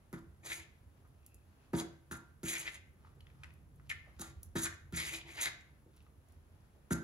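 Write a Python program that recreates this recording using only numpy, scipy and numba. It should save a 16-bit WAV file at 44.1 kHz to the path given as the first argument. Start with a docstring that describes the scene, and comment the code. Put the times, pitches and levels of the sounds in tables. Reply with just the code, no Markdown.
"""In a small, bare kitchen a fork stirs eggs into flour on a wooden table.
Most strokes begin with a knock that rings the modes of the table top and the fork's neck, with a short dry crack.
Then the tines drag over gritty wood, or the neck rings on: stick-slip clicks drive rasp, tines, grit and table.
Crumb ticks, smacks, small tine hits and the slosh of sticky dough are shaped noise.
Bands of distant traffic rumble over the hiss of a two-port recorder."""
import sys
import numpy as np
from scipy import signal
from scipy.fft import rfft, irfft, next_fast_len
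from scipy.io import wavfile
from scipy.ndimage import uniform_filter1d
from numba import njit

SR = 44100
rng = np.random.default_rng(int(sys.argv[2]) if len(sys.argv) > 2 else 0)


def generate_wav(sig):
    """Save sig (samples, or channels by samples) to the path in sys.argv[1] as 16-bit PCM at SR."""
    pcm = np.round(np.clip(np.atleast_2d(sig).T, -1, 1) * 32767).astype(np.int16)
    wavfile.write(sys.argv[1], SR, pcm)


N = 310287


def from_db(db):
    """Decibel law: level in dB to amplitude gain."""
    return 10 ** (np.asarray(db) / 20)


def rms_one(x):
    """Energy normalisation: scales a signal to unit rms."""
    return x / np.sqrt(np.mean(x ** 2) + 1e-30)


def at_hz(points, hz, axis=1):
    """Logarithmic interpolation: reads one column of a spectrum table on a log frequency axis."""
    points = np.array(points)
    return np.interp(np.log(hz + 1), np.log(points[:, 0]), points[:, axis])


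def colour(x, spectrum):
    """Spectral shaping: weights each frequency by a table of relative dB per Hz; rms 1."""
    size = next_fast_len(N)
    gain = from_db(at_hz(spectrum, np.fft.rfftfreq(size, 1 / SR)))
    return rms_one(irfft(rfft(x, size) * gain, size)[..., :N])


def drift(rate):
    """Low-passed noise: two poles at the rate in Hz leave a slow random wander of rms 1."""
    r = np.exp(-2 * np.pi * rate / SR)
    wander = signal.lfilter([1], [1, -2 * r, r * r], rng.standard_normal(N + SR))
    return rms_one(wander[SR:])     # the first second lets the filter settle


def resonance(x, hz, width_hz):
    """Damped resonator: a two-pole band-pass of peak gain 1."""
    r = np.exp(-np.pi * width_hz / SR)
    poles = [1, -2 * r * np.cos(2 * np.pi * hz / SR), r * r]
    return signal.lfilter([(1 - r * r) / 2, 0, (r * r - 1) / 2], poles, x)


@njit
def gliding(x, cosine, r):
    """Time-varying resonator: a two-pole band-pass whose centre moves."""
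    y = np.zeros(len(x))
    for i in range(2, len(x)):
        y[i] = x[i] - x[i - 2] + 2 * r * cosine[i] * y[i - 1] - r * r * y[i - 2]
    return y


def moving_band(x, hz, width_hz):
    """Cascaded resonance: two passes through a gliding resonator steepen the band; rms 1."""
    cosine = np.cos(2 * np.pi * hz / SR)
    r = np.exp(-np.pi * width_hz / SR)
    return rms_one(gliding(gliding(x, cosine, r), cosine, r))


def ring(clicks, hz, t60):
    """Modal impulse response: a unit click starts a decaying sine of height 1."""
    r, w = from_db(-60 / (t60 * SR)), 2 * np.pi * hz / SR
    return signal.lfilter([0, np.sin(w)], [1, -2 * r * np.cos(w), r * r], clicks + 1e-18)


def clicks_at(per_s, spread_db):
    """Random point process: clicks of either sign and uneven size at an average rate per second."""
    sizes = from_db(spread_db * np.minimum(rng.exponential(1, N), 5)) * rng.choice([-1, 1], N)
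    return sizes * (rng.random(N) < per_s / SR)


# Likeness of the two ports in the diffuse sound. Each row: frequency in Hz, left-right correlation.
PORT_LIKENESS = [(60, 1), (300, 0.8), (700, 0.36), (1200, 0.012), (5000, .05), (6300, 0.16), (8500, 1),
                 (15000, 0.95)]


def alike_pair(mid, side, hz):
    """Partial coherence: a shared and an opposed part make left and right of a given correlation."""
    alike = np.clip(at_hz(PORT_LIKENESS, hz), 0, 1)
    return np.sqrt((1 + alike) / 2) * mid + np.sqrt((1 - alike) / 2) * side * [[1], [-1]]


# Still room and recorder hiss. Each row: frequency in Hz, relative level in dB per Hz.
FLOOR_SPECTRUM = [(25, -54), (40, 6), (60, -2), (100, -12.5), (200, -7.5), (500, -17), (1500, -25.5),
                  (2500, -33.5), (5000, -40.5), (8000, -35), (11500, -32.5), (12500, -39.5), (15800, -39)]
# Slow swells of traffic. Each row: time in seconds, deep rumble in dB, drone in dB.
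TRAFFIC_SWELLS = [(0.0, -71, -78), (0.33, -59.5, -68), (1.61, -66.5, -80.5), (1.96, -61, -65.5),
                  (2.14, -64.5, -71), (3.12, -60, -71), (3.45, -58.5, -61.5), (4.31, -58, -66.5),
                  (4.43, -52.5, -81), (4.98, -59, -62), (5.25, -59, -65.5), (5.66, -63.5, -70),
                  (6.541, -63, -73), (6.88, -67.5, -74.5), (7.04, -61, -57)]
FLOOR_DB = -67
DEEP_HZ, DRONE_HZ = (73, 45), (138.6, 20.6)     # centre, width of each filter pass


def background():
    """Diffuse-field noise: a steady coloured floor, two swelling bands of traffic and house noise."""
    s, deep_db, drone_db = np.transpose(TRAFFIC_SWELLS)
    t, white = np.arange(N) / SR, rng.standard_normal((3, 2, N))
    out = from_db(FLOOR_DB) * colour(white[0], FLOOR_SPECTRUM)
    for noise, db, (hz, width_hz) in zip(white[1:], (deep_db, drone_db), (DEEP_HZ, DRONE_HZ)):
        band = resonance(resonance(noise, hz, width_hz), hz, width_hz)
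        out += from_db(np.interp(t, s, db)) * rms_one(band)
    house = resonance(rng.standard_normal((2, N)), 490.0, 1200.)     # muffled house noise comes and goes
    out += from_db(-82 + 3.5 * drift(3.1)) * rms_one(house)
    size = next_fast_len(N)
    mid, side = rfft(out, size)
    return irfft(alike_pair(mid, side, np.fft.rfftfreq(size, 1 / SR)), size)[:, :N]


# Swells of a faint narrow hiss. Each row: start in seconds, end in seconds, peak level in dB.
WHEEZE_SWELLS = [(1.158, 1.453, -81), (1.55, 1.7, -83.5)]
WHEEZE_HZ = (2600, 248)     # centre, width of each filter pass


def wheeze():
    """Amplitude modulation: half-sine swells open and close a narrow band of noise."""
    t, hiss = np.arange(N) / SR, rng.standard_normal(N)
    swell = 0
    for start, end, db in WHEEZE_SWELLS:
        swell = swell + from_db(db) * np.sin(np.pi * np.clip((t - start) / (end - start), 0, 1))
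    return swell * rms_one(resonance(resonance(hiss, *WHEEZE_HZ), *WHEEZE_HZ))


# The fork turns the soft paste over.
# Each row: time of the peak in seconds, slosh peak in dB, flour rustle peak in dB.
PASTE_TURNS = [(0.7, -89, -83), (1.25, -94, -83), (3.052, -71.5, -93), (3.29, -79, -104),
               (3.437, -71.5, -101), (3.87, -94, -77.5), (4.084, -75, -109), (4.17, -94, -87),
               (5.65, -81.5, -99), (5.971, -81, -78), (6.87, -88.5, -102.5)]
STIR_RISE_DB_PER_S, STIR_FALL_DB_PER_S, STIR_REST_DB = 220, 139, -92.5


def stir():
    """Granular excitation: sparse clicks give a lumpy slosh, denser ones a rustle of flour."""
    t, gains = np.arange(N) / SR, from_db(STIR_REST_DB)
    for s, *peak_db in PASTE_TURNS:
        loss_db = np.maximum(STIR_RISE_DB_PER_S * (s - t), STIR_FALL_DB_PER_S * (t - s))
        gains = gains + np.outer(from_db(peak_db), from_db(-loss_db))
    slosh = resonance(clicks_at(900., 0.7), 1060.0, 710.0)
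    rustle = resonance(clicks_at(2500., 5.1), 2400.0, 2500.)
    return gains[0] * rms_one(slosh) + gains[1] * rms_one(rustle)


PUFF_RISE_SHARE = 0.075     # rise time constant as a share of t60


def puffs(events, sharpness, t60):
    """Transient band noise: each event is a dying puff in a band whose width is centre / sharpness."""
    out, age = np.zeros(N), np.arange(2000) / SR
    rise = 1 - np.exp(-age / (PUFF_RISE_SHARE * t60))
    for (s, level_db, hz), noise in zip(events, rng.standard_normal((len(events), 2000))):
        band = resonance(resonance(noise, hz, hz / sharpness), hz, hz / sharpness)
        start = round(s * SR)
        out[start:start + 2000] += rms_one(band) * from_db(level_db - 60 * age / t60) * rise
    return out


# The three tables below share their columns; levels are before the rise and decay.
# Lumps of paste flop over. Each row: start in seconds, level in dB, centre in Hz.
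PASTE_LUMPS = [(0.976, -71, 400), (1.044, -63, 1080), (3.166, -63, 430), (4.069, -58, 580),
               (5.859, -57, 340), (6.759, -60, 415)]
# Dry crumbs tick. Each row: start in seconds, level in dB, centre in Hz.
CRUMB_TICKS = [(0.19, -65, 11200), (1.0744, -65, 11800), (1.263, -44, 11600), (1.3435, -49, 10900),
               (3.2051, -60, 10700), (3.436, -49.5, 7100), (3.5367, -58, 11300), (3.7579, -63, 11200),
               (4.4302, -37.5, 11700), (4.4594, -62, 10300), (5.6077, -55, 6070), (5.964, -56, 9900),
               (6.024, -63, 11400), (6.2856, -59, 9950), (6.321, -57.5, 11000), (6.6052, -70, 6440)]
# Short mid-pitched smacks and tine hits. Each row: start in seconds, level in dB, centre in Hz.
SHORT_SMACKS = [(3.047, -50.5, 1110), (3.0694, -55, 1050), (3.2056, -50, 2830), (3.2675, -49, 1920),
                (3.2999, -55, 2000), (3.4336, -39, 1830), (3.4421, -39.5, 1750), (3.5044, -51.5, 1950),
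                (3.7968, -53.5, 1310), (3.8975, -35, 2750), (3.9015, -53, 1910), (4.2194, -36.5, 1100),
                (5.6094, -80, 2020), (6.0038, -58.5, 2430), (6.0644, -54, 1220)]
TICK_T60_S, SMACK_T60_S, LUMP_T60_S = 0.017, 0.017, 0.11


def small_sounds():
    """Superposition: lumps, crumbs, short smacks and tine hits add to the slosh of the paste."""
    lumps = puffs(PASTE_LUMPS, 1.5, LUMP_T60_S)
    crumbs = puffs(CRUMB_TICKS, 1.0, TICK_T60_S)
    smacks = puffs(SHORT_SMACKS, 1.38, SMACK_T60_S)
    return smacks + crumbs + lumps + stir()


# Tines land on the table. Each row: time in seconds, thump level in dB, hardness in dB per octave
# about 300 Hz, relative fork ring in dB, crack onset level in dB.
TINE_LANDINGS = [(0.129, -38.5, 1.5, -55, -40.5), (1.733, -26, 6, -50, -43), (2.112, -44, -3, -42, -41),
                 (2.432, -36.5, 0.5, -50.5, -42), (4.196, -45, 3.5, -52, -40),
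                 (4.554, -29.5, 5, -95, -43.5), (4.925, -42.5, -7.5, -50, -43),
                 (6.908, -27, 0.5, -34.5, -58)]
# Modes of the table top, the upper ones also rubbed by the fork.
# Each row: frequency in Hz, relative level in dB, free decay t60 in seconds.
TABLE_MODES = [(74, -1.5, 0.32), (127, -2, 0.49), (167.5, 6, 0.31), (216, 5, 0.11), (270.8, -0.5, 0.092),
               (329.6, 4, 0.27), (397, -7.5, 0.084), (432.4, -6, 0.14), (550, -4, 0.089), (650, -13, 0.073),
               (704, -13, 0.12), (840, -15, 0.081), (942, -10, 0.13), (1140, -30.5, 0.09),
               (1250, -24, 0.039), (1704, -27, 0.069)]
# Modes of the fork's neck, also shaken by the rasp.
# Each row: frequency in Hz, relative level in dB, t60 in seconds.
NECK_MODES = [(1394, -1, 0.35), (1397, -7.5, 0.14), (1550, -2.5, 0.48)]
WAVE_START_HZ, WAVE_SAG_S, WAVE_RISE_S, WAVE_T60_S = 400.4, 0.0218, .003, 0.089
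WAVE_DB, MODES_DB = 2, -13.5     # bending wave and table modes against the thump level
CRACK_T60_S = 0.0035


def knocks():
    """Modal excitation by impact: a soft blow rings table and neck, with a dry crack of the steel."""
    s, thump_db, hardness, fork_db, crack_db = np.transpose(TINE_LANDINGS)
    at, out = np.round(s * SR).astype(int), np.zeros(N)
    scatter = rng.normal(0, 1, (len(at), len(TABLE_MODES) + len(NECK_MODES)))
    for k, (hz, level_db, t60) in enumerate(TABLE_MODES):
        clicks = np.zeros(N)
        late = round(SR * 0.06 / np.sqrt(hz))     # low bending waves travel slower
        strike_db = thump_db + level_db + MODES_DB + hardness * np.log2(hz / 300)
        clicks[at + late] = from_db(strike_db + 2 * scatter[:, k])
        out += ring(clicks, hz, t60) * (-1) ** k
    for k, (hz, level_db, t60) in enumerate(NECK_MODES):
        clicks = np.zeros(N)
        clicks[at] = from_db(fork_db + level_db - 3.5 + 3.9 * scatter[:, -1 - k])
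        out += ring(clicks, hz, t60)
    out = signal.lfilter(np.hanning(26) / 13, [1], out)     # flour cushions the contact

    # the first bending wave sweeps past, falling in pitch
    age = np.arange(2000) / SR
    turns = WAVE_START_HZ * WAVE_SAG_S * age / (age + WAVE_SAG_S)
    envelope = (1 - np.exp(-age / WAVE_RISE_S)) * from_db(WAVE_DB - 60 * age / WAVE_T60_S)
    wave = np.sin(2 * np.pi * turns) * envelope
    for i, db in zip(at, thump_db):
        out[i:i + 2000] += from_db(db) * wave

    age = np.arange(800) / SR
    for i, db, noise in zip(at, crack_db, rng.standard_normal((len(at), 800))):
        out[i:i + 800] += from_db(db - 60 * age / CRACK_T60_S) * noise
    return out


# Fork strokes, one curve each; after some knocks the end is the ringing neck.
# Each row: time in seconds, rasp level in dB, flour grit above the rasp in dB.
FORK_STROKES = [
    [(0.131, -59, -1), (0.143, -57, -8), (0.169, -72, -9), (0.179, -66, -15), (0.193, -65, -4),
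     (0.2, -78, -23)],
    [(0.425, -72, -7), (0.461, -47, 3.5), (0.509, -50.5, 1), (0.529, -42, -2.5), (0.539, -50, 0.5),
     (0.64, -61, -4.5)],
    [(1.733, -51.5, -11), (1.769, -54, 0), (1.803, -46, 4.5), (1.821, -50, -18), (1.875, -92, 6),
     (1.89, -69, -3)],
    [(2.113, -48.5, -10), (2.119, -51.5, 3.5), (2.159, -56.5, -11), (2.173, -70, 10), (2.185, -64, -19),
     (2.195, -71, -3), (2.2, -68, -13)],
    [(2.433, -57.5, 8), (2.519, -37, -5), (2.657, -52, -2), (2.679, -38.5, -17.5), (2.711, -67, 6),
     (2.761, -52.5, -5.5), (2.78, -64, -30)],
    [(3.893, -56, -1), (3.903, -38, -13.5), (3.93, -56, -18)],
    [(4.19, -60, 6.5), (4.218, -58, 18.5), (4.23, -59, 7.5), (4.32, -68.5, -2)],
    [(4.556, -50.5, 2), (4.616, -52, 13), (4.63, -51, 11), (4.642, -44, 6), (4.66, -40, -3.5),
     (4.682, -59.5, -12), (4.75, -66, -1)],
    [(4.927, -54, -10), (4.955, -49, 1), (4.965, -59.5, 16), (4.973, -40.5, -4), (5.119, -52, 1),
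     (5.155, -49, 1), (5.22, -57, -15)],
    [(5.25, -64, -24), (5.288, -53, -7), (5.338, -61, 2), (5.398, -42.5, -8.5), (5.42, -41, 7),
     (5.484, -38.5, -12), (5.488, -40, -6)],
    [(6.907, -51, 2), (6.911, -50, 3), (6.933, -45, 7.5), (6.941, -63, -20), (6.951, -55, -21),
     (7.03, -75, -3)],
]
# How the fork is held in each stroke. Each row: rasp centre at the start in Hz, at the end in Hz,
# tine scratch above the rasp in dB, table rub in dB; the last two hold at the usual rasp, even grit.
FORK_GRIPS = [(1270, 960, -2, -62.5), (1910, 2460, -6.5, -62.5), (1580, 1170, -4.5, -51),
              (1450, 1100, -3.5, -59.5), (2140, 2390, -6, -65.5), (2500, 1930, -25, -74),
              (1150, 2100, -1.5, -59), (1520, 1750, -4, -68), (1930, 2650, -3.5, -65.5),
              (2480, 1940, -5.5, -57), (1520, 1390, -10, -56)]
TINES_GAIN_ON_RASP = 0.35     # dB per dB: loud rasps bring the tines out
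TINES_FOLLOW_GRIT, RUB_FOLLOWS_RASP = 0.53, 0.51     # dB per dB
USUAL_RASP_DB = -49


def stroke_curves():
    """Piecewise-linear control: levels of rasp, tines, grit, rub and the rasp's centre, stroke by stroke."""
    t = np.arange(N) / SR
    # rows: rasp dB, rasp centre Hz, tines dB, grit dB, rub dB; near silence between strokes
    out = np.outer([-120, 2000, -120, -120, -120], np.ones(N))
    for rows, (start_hz, end_hz, tine_db, rub_db) in zip(FORK_STROKES, FORK_GRIPS):
        s, rasp_db, grit_db = np.transpose(rows)
        centre_hz = np.interp(s, s[[0, -1]], [start_hz, end_hz])
        excess_db = rasp_db - USUAL_RASP_DB
        tines = rasp_db + tine_db + TINES_FOLLOW_GRIT * grit_db + TINES_GAIN_ON_RASP * excess_db
        columns = [rasp_db, centre_hz, tines, rasp_db + grit_db, rub_db + RUB_FOLLOWS_RASP * excess_db]
        inside = slice(round(s[0] * SR), round(s[-1] * SR))
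        out[:, inside] = [np.interp(t[inside], s, c) for c in columns]
    return out


# Modes of the tines. Each row: frequency in Hz, relative level in dB, t60 in seconds.
TINE_MODES = [(1770, 2, 0.033), (2070, 5, 0.01), (2220, -3, 0.025), (2477, 2, 0.017), (3000, -8, 0.0043),
              (3410, 0.5, 0.051), (3823, 22.5, 0.0042), (4100, -3, 0.036), (4680, 14.5, 0.0064)]
# Spectrum of flour grit. Each row: frequency in Hz, relative level in dB per Hz.
GRIT_SPECTRUM = [(4500, -27.5), (5600, -13.5), (6600, 0.5), (8000, -4), (10000, -4.5), (11600, -9),
                 (13000, -13.5), (15500, -22)]
NECK_DRIVE_DB = -53     # how strongly the rasp shakes the neck


def strokes():
    """Stick-slip friction: dense uneven clicks drive rasp, tines, grit and table, and the neck's ring."""
    rasp_db, rasp_hz, tine_db, grit_db, rub_db = stroke_curves()
    judder = 1.62 * drift(92)     # the whole fork catches and skips, each part also on its own
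    slips = []
    for per_s in (2935.0, 3670.0, 8810.0, 8010.0):
        slips.append(clicks_at(per_s, 2.42) * from_db(judder + 2.87 * drift(18.3)))
    rasp_slips, tine_slips, grit_slips, rub_slips = slips
    rasp = moving_band(rasp_slips, rasp_hz * from_db(.35 * drift(30)), 1150.)

    # the tines sing unevenly as the contact shifts; the low modes speak where the rasp passes over them
    low, high = 0, 0
    for hz, db, t60 in TINE_MODES:
        touch = from_db(db + 2.5 * drift(20))
        if hz < 2800:
            low = low + ring(from_db(rasp_db) * rasp * touch, hz, t60) * from_db(-38.5)
        else:
            high = high + ring(tine_slips * touch, hz, t60)
    for hz, db, t60 in NECK_MODES:
        low = low + ring(from_db(rasp_db + db + NECK_DRIVE_DB) * rasp, hz, t60)

    # rubbing damps the table and drives its upper modes alike
    rub = 0
    for k, (hz, _, t60) in enumerate(TABLE_MODES[5:-2]):
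        rub = rub + ring(rub_slips, hz, 0.65 * t60) * (-1) ** k
    gains = from_db([rasp_db, tine_db, grit_db, rub_db])
    gains = uniform_filter1d(gains, size=200)     # contact builds over about 4 ms
    parts = [rasp, rms_one(high), colour(grit_slips, GRIT_SPECTRUM), rms_one(rub)]
    return low + np.sum(gains * parts, axis=0)


# Reverberation of the kitchen. Each row: frequency in Hz, t60 in seconds, tail level in dB.
KITCHEN_TAIL = [(103, 0.24, -11.5), (300, 0.41, 0), (1340, 0.42, -4.5), (3480, 0.57, -10.5),
                (6530, 0.096, 0), (14300, 0.29, -15)]


def kitchen(x):
    """Reverberation: direct sound plus a noise tail dying by octave, partly its own at each port."""
    length = SR // 2
    age, tails = np.arange(length) / SR, 0
    for low in 50 * 2. ** np.arange(0, 8.4, 1):
        centre = np.sqrt(2) * low
        band = signal.butter(2, [low, min(2 * low, .45 * SR)], "band", fs=SR, output="sos")
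        decay = from_db(-60 * age / at_hz(KITCHEN_TAIL, centre))
        onset = np.clip(age / 0.004, 0, 1)
        tail = signal.sosfilt(band, rng.standard_normal((2, length))) * decay * onset
        tail_gain = from_db(at_hz(KITCHEN_TAIL, centre, axis=2))
        tails = tails + tail_gain * tail / np.sqrt(np.sum(decay ** 2))
    size = next_fast_len(N + length)
    mid, side = rfft(tails, size)
    response = 1 + alike_pair(mid, side, np.fft.rfftfreq(size, 1 / SR))
    return irfft(rfft(x, size) * response, size)[:, :N]


def scene():
    """Linear superposition: fork, small sounds and wheeze share the room; the background is added."""
    return kitchen(knocks() + strokes() + small_sounds() + wheeze()) + background()


# Level difference of the ports. Each row: frequency in Hz, left minus right in dB.
PORT_LEAN = [(60, -3), (300, 0.5), (1200, 1), (2400, 2.5), (4500, -1), (6500, -1), (15000, 1)]
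# Phase difference of the ports, one full turn every 4.9 kHz in the treble.
# Each row: frequency in Hz, lead of the right port in radians.
PORT_LEAD = [(0, -0.57), (500, 0.49), (1700, 1.88), (6150, 0.87), (8570, np.pi), (11000, 2 * np.pi),
             (13430, 3 * np.pi), (15800, 4 * np.pi)]
STOPBAND_HZ = 15800 * 1.03     # from here up the treble is 60 dB down


def record(dry):
    """Two-port reception: ports differ in level and phase by frequency; bottom and top are cut."""
    size = next_fast_len(N + 2000)
    hz = np.fft.rfftfreq(size, 1 / SR)
    # the left port takes half of each difference, the right port the opposite half
    half = from_db(at_hz(PORT_LEAN, hz) / 2) * np.exp(-.5j * np.interp(hz, *np.transpose(PORT_LEAD)))
    ports = irfft(rfft(dry, size) * [half, 1 / half], size)[:, :N]
    ports = signal.sosfilt(signal.butter(2, 45., "high", fs=SR, output="sos"), ports)
    return signal.sosfilt(signal.cheby2(16, 60, STOPBAND_HZ, fs=SR, output="sos"), ports)


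dry = scene()
out = record(dry)
generate_wav(out)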